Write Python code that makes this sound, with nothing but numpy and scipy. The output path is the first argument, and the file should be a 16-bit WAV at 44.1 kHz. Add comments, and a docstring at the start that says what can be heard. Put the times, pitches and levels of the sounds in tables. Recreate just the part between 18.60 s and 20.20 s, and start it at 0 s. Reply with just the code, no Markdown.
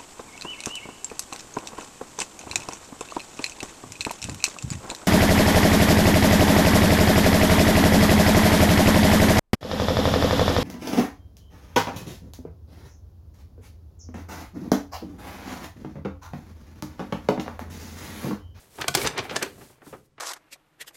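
"""A small quiet room, where a stiff folded paper sheet is shaken open and held up, close by.
Over a faint rumble the sheet fans the air in low puffs, its faces hiss as they slide over each other
and under the fingers, and tiny buckles crinkle as it bends. Up front, creases pop through in sharp
snaps and the panels flex with a hollow thud and a short ring. Then it settles with a few dull buckles."""
import sys
import numpy as np
from scipy import signal
from scipy.fft import rfft, irfft
from scipy.io import wavfile

SR = 44100
rng = np.random.default_rng(int(sys.argv[2]) if len(sys.argv) > 2 else 0)


def bounce(signal):
    """Save signal as a 16-bit WAV file at the path given by the first command-line argument."""
    frames = np.transpose(np.atleast_2d(signal))
    limited = np.clip(frames, -1, 1)
    pcm = np.round(limited * 32767).astype(np.int16)
    wavfile.write(sys.argv[1], SR, pcm)


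N = 70560
TIME = np.arange(N) / SR

# Tone of the room's rumble: f/Hz, level/dB
RUMBLE_COLOUR = [(20, -3), (120, 1), (400, -22), (1000, -21.5), (3000, -27.5), (8000, -32), (16000, -49)]
# Reverb time of the room: f/Hz, T60/s
REVERB_TIMES = [(100, 0.62), (300, 0.42), (1000, .26), (4000, 0.26), (8000, .19), (16000, 0.3)]
# Puffs of air fanned by the sheet: t/s, level/dB
FANNING_LEVELS = [(0, -63), (.16, -62.5), (.22, -44.5), (.27, -54.5), (.30, -35), (.34, -53), (.362, -48),
                  (.41, -47.5), (.46, -30), (.53, -50), (.60, -39.5), (.67, -49.5), (.77, -41.5),
                  (.85, -56.5), (1.02, -49), (1.12, -65), (1.22, -70), (1.33, -49), (1.5, -75.5),
                  (1.6, -65.5)]
# Bassy tone of those puffs: f/Hz, level/dB
FANNING_COLOUR = [(20, -27), (40, -17), (62, -2.5), (100, -1.5), (135, 3.5), (185, -6), (300, -5),
                  (1000, -54.5)]
# Strokes of paper sliding on paper and skin: t/s, level/dB
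SLIDING_LEVELS = [(0, -56.5), (.09, -64), (.16, -52), (.21, -50), (.26, -59), (.335, -52), (.37, -44),
                  (.435, -33), (.50, -60), (.56, -94), (.645, -49.5), (.68, -63), (.74, -51), (.80, -54),
                  (.89, -59.5), (.965, -59.5), (1.02, -54.5), (1.11, -59), (1.205, -78.5), (1.26, -55.5),
                  (1.30, -55.5), (1.38, -65.5), (1.425, -74), (1.462, -67.5), (1.49, -100), (1.6, -107)]
# Bright tone of that friction: f/Hz, level/dB
SLIDING_COLOUR = [(200, -3), (1000, -7), (2500, 2), (5000, 3), (8000, 4), (12000, 3.5), (16000, -4.5)]
# Crinkle rising and falling as the sheet bends: t/s, level/dB
CRINKLE_LEVELS = [(0, -59.5), (.11, -65.5), (.17, -55.5), (.20, -45.5), (.26, -70), (.31, -64), (.338, -60),
                  (.38, -33), (.46, -34.5), (.53, -42.5), (.61, -37.5), (.68, -45), (.73, -35.5),
                  (.80, -44), (.85, -47.5), (.95, -62), (1.03, -56.5), (1.09, -63), (1.2, -64),
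                  (1.30, -59.5), (1.36, -61), (1.44, -87.5), (1.6, -74)]
# Body of the bending sheet: f/Hz, level/dB
SHEET_COLOUR = [(60, -8), (135, -14), (195, -15), (255, 11), (310, -8), (390, 9.5), (600, 4.5), (1400, -1),
                (2500, -5), (5000, -17.5), (9000, -35.5), (16000, -37.5)]
# Hollow body of a flexing panel: f/Hz, level/dB
PANEL_COLOUR = [(30, -38.5), (80, -12), (135, -6), (195, -7), (265, 1.5), (400, 3.5), (560, -6),
                (780, -3.5), (1300, -13), (4000, -43)]
# Ring of a panel, longer for the large, low ones: f/Hz, decay/s
PANEL_DECAYS = [(130, 0.02), (380, 0.0099), (2000, 0.0065)]
# Tone of a crack before its treble is rolled off: f/Hz, level/dB
CRACK_COLOUR = [(50, -29.5), (130, -19.5), (300, -4.5), (700, -0.5), (1500, 2.5), (3000, 0.5), (6500, -0.5),
                (10000, -5), (16000, -7)]
# Cue list of creases and panels popping through: t/s, crack level/dB, treble edge f/Hz,
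# crack decay/ms, creak level/dB, thud level/dB, ring f/Hz, ring level/dB
SNAP_CUES = [(0.1852, -35.5, 3000, 3.4, -45.5, -29.5, 315, -33),
             (.203, -38, 3530, 24, -55, -35.5, 1280, -28), (0.213, -24, 13600, 1.6, -48, -36, 1266, -28),
             (0.2161, -22, 4960, 6.4, -44, -52, 737, -36), (0.243, -23, 2800, 2.0, -56, -35, 408, -31),
             (0.2814, -15.5, 13300, 3, -34, -35, 709, -22.5),
             (.283, -16, 9000, 3.45, -43, -30.5, 1478, -19.5),
             (0.3417, -25.5, 7900, 10.5, -52, -43.5, 1190, -37),
             (0.3501, -6, 15000, 1.8, -30, -31.5, 799, -22),
             (0.3527, -15, 12000, 4.2, -40, -35.5, 137, -26),
             (0.3718, -26, 7000, 18, -44, -28.5, 387, -16.5),
             (0.415, -25.5, 7900, 4, -49, -38, 2280, -21.5),
             (0.4508, -27.5, 5140, 21, -25, -26, 454, -22.5), (0.464, -24.5, 7950, 11, -27, -52, 1060, -32),
             (0.4726, -14, 9400, 3.2, -43, -68, 1760, -22.5),
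             (.577, -25.5, 4500, 5, -27.5, -39.5, 1880, -30), (0.58, -22, 12200, 1.7, -52.5, -36, 503, -30),
             (0.5874, -22, 4540, 10.2, -20.5, -28, 418, -37),
             (.652, -35.5, 3000, 4.5, -61, -38.5, 790, -33), (0.695, -31.5, 4170, 18, -60.5, -35, 363, -47),
             (.710, -31.5, 4460, 5.3, -46, -29, 482, -29.5), (.760, -22, 8400, 3.9, -32, -29, 664, -25.5),
             (0.764, -16.5, 8600, 4.4, -26, -37, 1744, -20.5),
             (0.8207, -30, 3150, 21.4, -29, -28, 445, -24.5),
             (0.8264, -18, 12600, 2.74, -38, -24.5, 947, -28.5),
             (.830, -20.5, 9600, 3.3, -54, -36, 1250, -32),
             (.862, -37.5, 3000, 5.6, -59.5, -35.5, 411, -35.5),
             (0.978, -60, 1600, 17, -70, -43, 239, -47.5), (1.017, -48, 2800, 6, -45, -44, 394, -39),
             (1.097, -57.5, 1700, 11, -66.5, -50, 373, -52.5), (1.218, -48, 1880, 11, -71, -43, 306, -57),
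             (1.266, -45, 1780, 4, -61, -38.5, 390, -43), (1.327, -46.5, 2190, 14, -58, -34, 511, -32.5),
             (1.337, -39.5, 1240, 14.3, -55.5, -39, 300, -49),
             (1.580, -44.5, 2260, 14.4, -68, -49.5, 465, -47)]

RUMBLE_DB = -68
REVERB_DB, REVERB_BUILD_S = -12.5, 0.0052
SLIPS_PER_S, SLIP_SPREAD_DB = 16000, 4
CRINKLES_PER_S, CRINKLE_SPREAD_DB, CRINKLE_RING_S = 1200, 1.5, 0.0015
FIBRES_PER_S, FIBRE_SPREAD_DB = 18000, 3
CREAK_RISE_S, CREAK_EDGE_HZ = 0.0061, 1000
SNAP_ATTACK_S, FIRST_CLICK_DB = 0.00025, 11  # the first click stands out from the fibre clicks after it
THUD_ATTACK_S, THUD_DECAY_S = 0.0026, 0.012
RING_ATTACK_S, RING_DETUNE = 0.0016, 0.011  # random detune, as a share of the pitch


def from_db(db):
    """Decibels to gain."""
    return 10 ** (np.asarray(db) / 20)


def unit_power(x):
    """Scale to an RMS of one."""
    return x / np.sqrt(np.mean(x ** 2) + 1e-20)


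def unit_energy(x):
    """Scale so that the squares sum to one."""
    return x / np.sqrt(np.sum(x ** 2) + 1e-20)


def fader(levels):
    """Ride the gain along t/s, level/dB points."""
    return from_db(np.interp(TIME, *np.transpose(levels)))


def swell(t, attack_s, decay_s):
    """Quick rise and exponential decay, silent before time zero."""
    t = np.maximum(t, 0)
    return (1 - np.exp(-t / attack_s)) * np.exp(-t / decay_s)


def at_hz(points, hz):
    """Read a table on a log-frequency axis."""
    f, value = np.transpose(points)
    return np.interp(np.log(np.maximum(hz, 1)), np.log(f), value)


def through(x, response):
    """Pass a sound through an impulse response."""
    return signal.fftconvolve(x, response)[:len(x)]


def low_pass(x, edge_hz, order):
    """Roll off the treble above an edge."""
    return signal.sosfilt(signal.butter(order, edge_hz, fs=SR, output="sos"), x)


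def resonance(colour, size=4096):
    """Causal (minimum-phase) impulse response with the given tone colour."""
    gains = from_db(at_hz(colour, np.fft.rfftfreq(size, 1 / SR)))
    cepstrum = irfft(np.log(gains))
    cepstrum[1:size // 2] *= 2
    cepstrum[size // 2 + 1:] = 0
    return irfft(np.exp(rfft(cepstrum)))


def noise(colour, size=4096):
    """Steady coloured noise of unit power."""
    return unit_power(through(rng.standard_normal(N + size), resonance(colour))[size:])


def grains(per_s, spread_db, size):
    """Random clicks of either sign, mostly small, a few large."""
    heights = from_db(spread_db * np.minimum(rng.exponential(1, size), 4))
    return heights * rng.choice([-1, 1], size) * (rng.random(size) < per_s / SR)


def room_rumble():
    """The quiet room lays a steady, low bed under everything."""
    return from_db(RUMBLE_DB) * noise(RUMBLE_COLOUR)


def room_reverb(x):
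    """The small room adds a short diffuse tail that hangs longest in the bass."""
    t, edges_hz = TIME[:SR // 2], np.geomspace(50, 18000, 10)
    tail = 0
    for low, high in zip(edges_hz, edges_hz[1:]):
        band_pass = signal.butter(2, [low, high], "band", fs=SR, output="sos")
        band = signal.sosfilt(band_pass, rng.standard_normal(len(t)))
        t60_s = at_hz(REVERB_TIMES, np.sqrt(low * high))
        tail = tail + band * from_db(-60 * t / t60_s)
    fade_in = 1 - np.exp(-(t / REVERB_BUILD_S) ** 2)
    return x + from_db(REVERB_DB) * through(x, unit_energy(tail * fade_in))


def fanning():
    """The moving sheet pushes air in soft, low puffs."""
    return fader(FANNING_LEVELS) * noise(FANNING_COLOUR)


def sliding():
    """Paper rubs on paper and skin: dense fine slips blur into a bright hiss."""
    slips = grains(SLIPS_PER_S, SLIP_SPREAD_DB, N)
    return fader(SLIDING_LEVELS) * unit_power(through(slips, resonance(SLIDING_COLOUR)))


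def crinkle(size=1024):
    """Tiny buckles ring briefly in the sheet while it bends."""
    ring = rng.standard_normal(size) * np.exp(-TIME[:size] / CRINKLE_RING_S)
    buckles = grains(CRINKLES_PER_S, CRINKLE_SPREAD_DB, N)
    ringing_power = np.abs(through(buckles ** 2, ring ** 2))
    shiver = np.sqrt(ringing_power) * rng.standard_normal(N)
    return fader(CRINKLE_LEVELS) * unit_power(through(shiver, resonance(SHEET_COLOUR)))


def fibre_burst(envelope, response):
    """Fibres give way in a run of clicks, coloured by the response, with the envelope's energy."""
    clicks = grains(FIBRES_PER_S, FIBRE_SPREAD_DB, len(envelope))
    return unit_energy(through(clicks * envelope, response)) * np.sqrt(np.sum(envelope ** 2))


def panel_ring(t, pitch_hz):
    """A popped panel rings briefly at its own pitch."""
    detuned_hz = pitch_hz * (1 + RING_DETUNE * rng.standard_normal())
    envelope = swell(t, RING_ATTACK_S, at_hz(PANEL_DECAYS, pitch_hz))
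    return envelope * np.sin(2 * np.pi * detuned_hz * t)


def snaps(size=6000):
    """Each pop: a creak as strain builds, a crack (duller for a soft buckle), then thud and ring."""
    lead = size // 4  # samples of pre-roll for the creak
    t = (np.arange(size) - lead) / SR
    track = np.zeros(N + size)
    paper, panel = resonance(CRACK_COLOUR), resonance(PANEL_COLOUR)
    for time_s, crack_db, edge_hz, decay_ms, creak_db, thud_db, ring_hz, ring_db in SNAP_CUES:
        click = low_pass(paper, edge_hz, order=3)
        strain = swell(-t, SNAP_ATTACK_S, CREAK_RISE_S)  # reversed, so it swells into the hit
        creak = fibre_burst(strain, low_pass(click, CREAK_EDGE_HZ, order=1))
        crack = fibre_burst(swell(t, SNAP_ATTACK_S, decay_ms / 1000), click)
        crack[lead:lead + len(click)] += from_db(FIRST_CLICK_DB) * unit_energy(click)
        thud = fibre_burst(swell(t, THUD_ATTACK_S, THUD_DECAY_S), panel)
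        bite = from_db(creak_db) * creak + from_db(crack_db) * crack
        body = from_db(thud_db) * thud + from_db(ring_db) * panel_ring(t, ring_hz)
        start = int(time_s * SR)
        track[start:start + size] += bite + body
    return track[lead:lead + N]


def scene():
    """Mono mix: the paper with its reverb, over the fanned air and the room's rumble."""
    sheet = room_reverb(snaps() + crinkle() + sliding())
    return (sheet + fanning() + room_rumble())[None]


def record(dry, ceiling=0.72, cutoff_hz=16000):
    """A soft clip rounds the tallest peaks, then a steep low-pass trims the top."""
    rounded = dry / (1 + (dry / ceiling) ** 4) ** 0.25
    return signal.sosfilt(signal.ellip(10, 0.2, 70, cutoff_hz, fs=SR, output="sos"), rounded)


dry = scene()
out = record(dry)
bounce(out)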